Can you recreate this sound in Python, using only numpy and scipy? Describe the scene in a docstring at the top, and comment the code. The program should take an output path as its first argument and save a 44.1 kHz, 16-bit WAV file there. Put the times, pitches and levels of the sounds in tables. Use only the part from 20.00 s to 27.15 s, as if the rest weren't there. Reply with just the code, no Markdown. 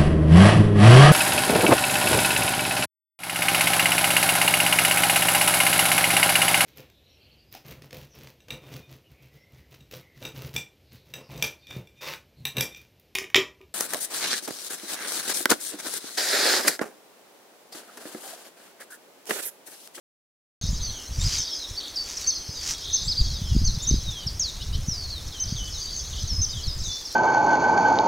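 """Small birds peep, slur and trill in open grassy woodland. Each call is a trembling, nearly pure
syrinx tone; the trunks scatter it into a short wash. Behind them a far flock twitters.
Gusts buffet the single microphone, grass rustles and ticks close by, and distant leaves
lay a soft wash under it all."""
import sys
import numpy as np
from scipy import signal
from scipy.fft import rfft, irfft
from scipy.io import wavfile
from scipy.ndimage import uniform_filter1d

SR = 44100
rng = np.random.default_rng(int(sys.argv[2]) if len(sys.argv) > 2 else 0)


def to_wav(s):
    """Save 16-bit WAV."""
    ch = np.atleast_2d(s).T  # columns
    pcm = np.round(np.clip(ch, -1, 1) * 32767)  # PCM
    wavfile.write(sys.argv[1], SR, pcm.astype(np.int16))


N = 315315
T = np.arange(N) / SR

# Nearest bird's peeps. Each row: start in seconds, length in seconds, level in dB.
PEEPS = [(1.372, 0.059, -23.5), (2.266, 0.044, -18), (2.924, 0.049, -16.5), (3.641, 0.041, -22),
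         (3.865, 0.051, -18.5), (5.394, 0.051, -22), (6.41, 0.044, -19)]
# Flat-topped peep contour. Each row: share of the length, pitch in Hz, relative level in dB.
PEEP_SHAPE = [(0, 5010, -22), (0.202, 6180, 0), (.42, 6294, 0.5), (0.798, 6040, -1.5), (0.999, 4580, -8.5)]
# Songs of a squeak and two arches. Each row: start in seconds, squeak level in dB, arch level in dB.
SONGS = [(1.196, -36, -24.5), (3.034, -37, -17.5)]
# A song's arches. Each row: delay in seconds, length in seconds, top pitch in Hz, relative level in dB.
SONG_ARCHES = [(0.033, .07, 5127, -0.5), (0.127, .06, 4840, -4.5)]
# Lone arched notes. Each row: start in seconds, length in seconds, top pitch in Hz, level in dB.
ARCHES = [(1.752, .07, 4620, -28.5), (3.813, 0.045, 7150, -29.5)]
# Down-slurred whistles. Each row: start in seconds, length in seconds, first pitch in Hz, level in dB.
SLURS = [(2.17, 0.015, 6580, -25.5), (3.275, 0.13, 4720, -33.5), (3.42, 0.15, 3690, -42.5),
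         (4.035, .225, 4076, -34), (4.107, .042, 6920, -36.5), (4.268, .029, 5850, -24),
         (4.396, .046, 6780, -19.5), (4.43, .078, 4900, -27), (4.877, .11, 6320, -27.5),
         (5.1, 0.12, 4710, -33.5), (5.721, .09, 4600, -37.5), (6.523, 0.1, 3940, -36),
         (6.629, 0.086, 4880, -34), (7.052, .037, 5800, -31)]
# Swoops onto a held note. Each row: start in seconds, length in seconds, held pitch in Hz, level in dB.
SWOOPS = [(1.958, .075, 4497, -25), (5.321, 0.14, 3044, -39.5), (5.557, .16, 2980, -36.5),
          (6.274, 0.18, 5106, -29), (6.668, 0.088, 4960, -30.5), (6.828, 0.19, 3463, -32.5)]
# Quavering slides. Each row: start and length in seconds, first and last pitch in Hz, level in dB.
QUAVERS = [(0.821, 0.097, 4750, 4150, -33), (0.924, 0.12, 3460, 2790, -42.5),
           (1.486, .11, 5650, 4770, -30.5), (1.582, 0.088, 4270, 3660, -32), (2.213, 0.19, 4600, 4210, -31),
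           (2.491, 0.17, 5280, 4390, -34), (3.198, 0.096, 4540, 4460, -34.5),
           (3.511, 0.13, 5140, 4870, -35), (3.647, .07, 4740, 3890, -27.5), (3.784, .22, 3547, 4100, -35),
           (4.958, .17, 4770, 4050, -33.5), (5.774, .23, 4710, 4500, -34.5)]
# Buzzy trills. Each row: start and length in seconds, pitch in Hz, swings per second, level in dB.
TRILLS = [(1.795, .11, 3820, 56, -33.5), (2.801, .25, 3850, 65, -31), (3.904, 0.055, 4720, 66, -32.5),
          (6.109, 0.11, 3590, 48, -37), (6.872, 0.12, 5050, 37, -32.5)]
# Reedy chirps. Each row: start in seconds, level in dB.
RASPS = [(4.596, -32.5), (4.72, -30)]
# Far peeps. Each row: start in seconds, level in dB.
FAR_PEEPS = [(.6, -32), (0.802, -28), (.84, -31), (5.55, -29.5), (5.761, -30.5), (5.943, -28), (6.179, -32),
             (6.825, -29)]
# Flock loudness. Each row: time in seconds, level in dB.
FLOCK_LEVELS = [(.62, -36.5), (1.1, -43), (1.4, -33.5), (1.8, -44), (3.1, -38), (4.1, -43), (5.25, -45),
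                (5.6, -36), (6.1, -39.5), (7.15, -39)]
# Gusts. Each row: peak time in seconds, half width in seconds, level in dB.
GUSTS = [(.65, 0.094, -33.5), (.81, 0.063, -27.5), (1.24, .1, -31), (3.28, 0.12, -28.5), (3.59, 0.07, -23),
         (3.929, 0.034, -18), (4.82, 0.092, -28), (5.52, 0.069, -29), (6.44, 0.11, -29),
         (6.77, 0.09, -34.5)]
# Eddies thumping the microphone port. Each row: time in seconds, level in dB.
EDDIES = [(0.641, -19), (.732, -19), (2.494, -24.5), (3.42, -18), (3.552, -16), (3.566, -8.5),
          (3.617, -18.5), (3.777, -17.5), (3.913, -14.5), (3.943, -14), (4.268, -19), (4.886, -16),
          (5.526, -17)]
# Grass swishes. Each row: peak time, rise and fall in seconds, level in dB.
SWISHES = [(1.32, 0.089, 0.076, -30), (2.111, 0.044, 0.032, -36), (2.21, 0.028, 0.05, -35),
           (2.706, 0.056, 0.025, -28)]
# Snapping stalks. Each row: start in seconds, level in dB.
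SNAPS = [(1.882, -25), (2.203, -22), (2.214, -20), (2.222, -19), (2.345, -24), (3.6, -26), (7.127, -21)]
# Filter curves. Each row: frequency in Hz, gain in dB.
FLOCK_COLOUR = [(2800, -6.5), (3600, -6), (4600, -3.5), (5600, -3), (6250, -1), (6900, -5.5), (8500, 4)]
WIND_COLOUR = [(12, -2.5), (35, 2), (80, 0.5), (190, -16.5), (320, -35), (1800, -79)]
SWISH_COLOUR = [(500, -20), (2300, -9), (3700, -10), (6000, 3.5), (8800, -15), (15000, -25.5)]
SNAP_COLOUR = [(1500, -20), (6800, 2), (9000, -9), (15000, -14)]
LEAVES_COLOUR = [(60, -26), (300, -6), (700, -11), (2000, -14.5), (5000, -19.5), (9000, -19),
                 (15500, -26.5)]
HISS_COLOUR = [(150, -61.5), (1000, -27), (3000, 0), (15000, -11)]


def birds(t60_s=0.83, far_wet=0.63, near_wet=0.5):
    """Direct calls plus their wash; fainter birds are further off, so more arrives scattered."""
    direct, scattered = np.zeros(N), np.zeros(N)
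    for start_s, db, call in [*peeps(), *songs(), *whistles(), *trills(), *rasps()]:
        wet = np.interp(db, [-35, -18], [far_wet, near_wet])
        add(direct, start_s, undb(db) * np.sqrt(1 - wet ** 2) * call)
        add(scattered, start_s, undb(db) * wet * call)
    for start_s, db in FAR_PEEPS:
        u = span(0.0546)
        hz = glide(u, 6300, 6200, 5930)
        add(scattered, start_s, undb(db) * syrinx(hz, waver=0.018) * swell(u))
    return direct + trunks(scattered, t60_s, early_db=7.5)


def peeps(afternote_delay_s=.072, afternote_db=-31.5):
    """Flat-topped peeps, each followed by a soft arch. Yields start, level, sound."""
    share, hz, shape_db = np.transpose(PEEP_SHAPE)
    for start_s, length_s, db in PEEPS:
        u = span(length_s)
        yield start_s, db, syrinx(np.interp(u, share, hz)) * undb(np.interp(u, share, shape_db))
        yield start_s + afternote_delay_s, afternote_db, arch(length_s=.052, top_hz=5060)


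def songs(squeak_s=.045, squeak_hz=3580, rise_hz=556):
    """Three notes: a thin rising squeak, then two arches."""
    for start_s, squeak_db, arch_db in SONGS:
        u = span(squeak_s)
        yield start_s, squeak_db, syrinx(squeak_hz + rise_hz * u ** 2, octave_db=4) * swell(u)
        for delay_s, length_s, top_hz, relative_db in SONG_ARCHES:
            yield start_s + delay_s, arch_db + relative_db, arch(length_s, top_hz)


def whistles(overshoot=.36, settle_share=0.13, lift=0.0677):
    """Lone arches, half-octave down-slurs, and swoops that settle, then lift slightly."""
    for start_s, length_s, top_hz, db in ARCHES:
        yield start_s, db, arch(length_s, top_hz)
    for start_s, length_s, first_hz, db in SLURS:
        u = span(length_s)
        yield start_s, db, syrinx(first_hz * glide(u, 1, .83, .715)) * swell(u ** 0.43)
    for start_s, length_s, held_hz, db in SWOOPS:
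        u = span(length_s)
        hz = held_hz * (1 + overshoot * np.exp(-u / settle_share) + lift * (u - .5))
        yield start_s, db, syrinx(hz) * swell(u ** 0.49)


def trills(sweep_hz_per_s=32500, climb=0.1):
    """Shallow quavers, then wide climbing trills that peak late; slower trills swing wider."""
    for start_s, length_s, first_hz, last_hz, db in QUAVERS:
        u = span(length_s)
        hz = first_hz * (last_hz / first_hz) ** u
        yield start_s, db, warble(u * length_s, hz, swing_hz=164, rate_hz=64) * swell(u)
    for start_s, length_s, middle_hz, rate_hz, db in TRILLS:
        u = span(length_s)
        hz = middle_hz * (1 + climb * (u - .5))
        yield start_s, db, warble(u * length_s, hz, sweep_hz_per_s / rate_hz, rate_hz) * swell(u ** 1.3)


def rasps(length_s=0.052, base_hz=880, rise_hz=340):
    """Reedy chirps: a rising stack of harmonics 3 to 5."""
    for start_s, db in RASPS:
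        u = span(length_s)
        stack = sum(syrinx(k * (base_hz + rise_hz * u), waver=0.046) for k in range(3, 6))
        yield start_s, db, stack * swell(u) ** 2 / 2


def arch(length_s, top_hz):
    """A note that rises and drops again, loudest at the top."""
    u = span(length_s)
    return syrinx(glide(u, .7 * top_hz, top_hz, .64 * top_hz)) * swell(u) ** 1.94


def warble(time_s, hz, swing_hz, rate_hz):
    """Pitch flicks up and slides down, loudest on the way down."""
    beat = 2 * np.pi * rate_hz * time_s + 0.876 * walk(49.13, len(time_s))
    return syrinx(hz + swing_hz * np.sin(beat + np.sin(beat) / 2)) * (1 - 0.23 * np.cos(beat))


def syrinx(hz, octave_db=-48, waver=0.0074, flutter_db=2):
    """A tone plus its octave, trembling in pitch and strength."""
    phase = 2 * np.pi * np.cumsum(hz * (1 + waver * walk(350, len(hz)))) / SR
    tone = np.sin(phase) + undb(octave_db) * np.sin(2 * phase)
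    return tone * undb(flutter_db * walk(200, len(hz)))


def swell(u):
    """Loudness opens and closes with the air flow."""
    return np.abs(np.sin(np.pi * u)) ** .6


def trunks(x, t60_s, early_db, early_t60_s=.07):
    """Ground and near trunks blur a call at once; farther trees add a faint long wash."""
    time_s = T[:SR]
    fade = undb(-60 * time_s / t60_s) + undb(early_db - 60 * time_s / early_t60_s)
    echoes = rng.standard_normal(SR) * fade
    return signal.fftconvolve(x, echoes / np.linalg.norm(echoes))[:N]


def flock(count=850):
    """Far chirps, heard only through the trees, melt into a twitter."""
    chirps = np.zeros(N)
    for when, length, pitch, bend in rng.random((count, 4)):
        u = span(.02 + 0.043 * length)
        hz = (3100 + 3700 * pitch) * np.exp(.6 * (bend - .4) * (.5 - u))
        add(chirps, when * N / SR, syrinx(hz, waver=0.0195) * swell(u))
    twitter = unit(colour(trunks(chirps, t60_s=1.0, early_db=12.5), FLOCK_COLOUR))
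    return twitter * undb(np.interp(T, *np.transpose(FLOCK_LEVELS)))


def wind(breeze_db=-37, flutter_db=5.0, eddy_width_s=0.0017):
    """Turbulence rumbles on the port; eddies pull pressure dips, sharper in stronger wind."""
    strength = wind_strength(breeze_db)
    pressure = noise(WIND_COLOUR) * strength * undb(flutter_db * walk(45))
    for time_s, db in EDDIES:
        force = max(np.interp(time_s, T, strength) / undb(breeze_db), 1)
        offset = (T - time_s) / eddy_width_s * force ** 0.3249
        dip = np.exp(-offset ** 2 / 2) - np.exp(-(offset / 2) ** 2 / 2) / 2
        pressure -= 1.98 * undb(db) * dip
    return pressure


def wind_strength(breeze_db, calm_db=-53.5, from_s=2.87, until_s=6.82, ramp_s=0.16):
    """Near calm, a passing breeze and gusts add in power."""
    blowing = (1 + np.tanh((T - from_s) / ramp_s)) * (1 - np.tanh((T - until_s) / ramp_s)) / 4
    gusts = sum(undb(db) ** 2 * np.exp(-((T - peak_s) / width_s) ** 2) for peak_s, width_s, db in GUSTS)
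    return np.sqrt(undb(calm_db) ** 2 + undb(breeze_db) ** 2 * blowing + gusts)


def grass(grain_db=4, tick_count=420, snap_decay_s=.0007):
    """Blades brush in dense grains; stalks snap, with faint ticks between."""
    swishes = sum(undb(db) * np.exp(-((T - peak_s) / np.where(T < peak_s, rise_s, fall_s)) ** 2 / 2)
                  for peak_s, rise_s, fall_s, db in SWISHES)
    brush = unit(colour(rng.standard_normal(N) * undb(grain_db * walk(1500)), SWISH_COLOUR))
    snaps = np.zeros(N)
    fade = np.exp(-T[:SR // 100] / snap_decay_s)
    ticks = [(when * N / SR, -26 - 12 * faintness) for when, faintness in rng.random((tick_count, 2))]
    for start_s, db in SNAPS + ticks:
        add(snaps, start_s, undb(db) * fade * rng.standard_normal(len(fade)))
    return swishes * brush + colour(snaps, SNAP_COLOUR)


def leaves(level_db=-47, lull_db=-0.44, easing_s=(2.7, 3.5)):
    """A soft wash of distant leaves, easing slightly midway."""
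    return noise(LEAVES_COLOUR) * undb(level_db + np.interp(T, easing_s, [0, lull_db]))


def whine(rms_db=-65, hz=15305, drift_hz=8):
    """The camera's thin whine."""
    phase = 2 * np.pi * np.cumsum(hz + drift_hz * walk(30)) / SR
    return undb(rms_db) * np.sqrt(2) * np.sin(phase)


def undb(db):
    """Decibels to gain."""
    return 10 ** (np.asarray(db) / 20)


def unit(x):
    """Scale to rms 1."""
    return x / np.sqrt(np.mean(x ** 2))


def colour(x, points):
    """Filter by a curve of (Hz, dB) points."""
    hz, db = np.transpose(points)
    bins_hz = np.maximum(np.fft.rfftfreq(N, 1 / SR), 1)
    return irfft(rfft(x) * undb(np.interp(np.log(bins_hz), np.log(hz), db)), N)


def noise(points):
    """Coloured noise of rms 1."""
    return unit(colour(rng.standard_normal(N), points))


def walk(rate_hz, size=N):
    """Random steps, smoothed twice; spread near 1."""
    hold = max(int(SR / rate_hz), 1)
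    steps = np.repeat(rng.standard_normal(size // hold + 2), hold)
    return 1.3 * uniform_filter1d(uniform_filter1d(steps, hold), hold)[:size]


def add(track, start_s, sound):
    """Mix a sound into a track."""
    i = int(np.clip(start_s * SR, 0, N))
    track[i:i + len(sound)] += sound[:N - i]


def span(length_s):
    """Progress u through a note, 0 to 1, per sample."""
    return np.linspace(0, 1, int(length_s * SR))


def glide(u, first, middle, last):
    """A smooth pitch bend through three points."""
    return np.exp(np.polyval(np.polyfit([0, .5, 1], np.log([first, middle, last]), 2), u))


def scene(hiss_db=-58):
    """All sources reach one microphone; each channel adds its own hiss."""
    mono = birds() + flock() + wind() + grass() + whine() + leaves()
    return np.array([mono + undb(hiss_db) * noise(HISS_COLOUR) for _ in range(2)])


def record(dry, start_s=.613, top_hz=15750):
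    """The recorder opens after a moment of silence and cuts the top."""
    lowpass = signal.ellip(10, .1, 80, top_hz, fs=SR, output="sos")
    return signal.sosfilt(lowpass, dry * (T >= start_s))


dry = scene()
out = record(dry)
to_wav(out)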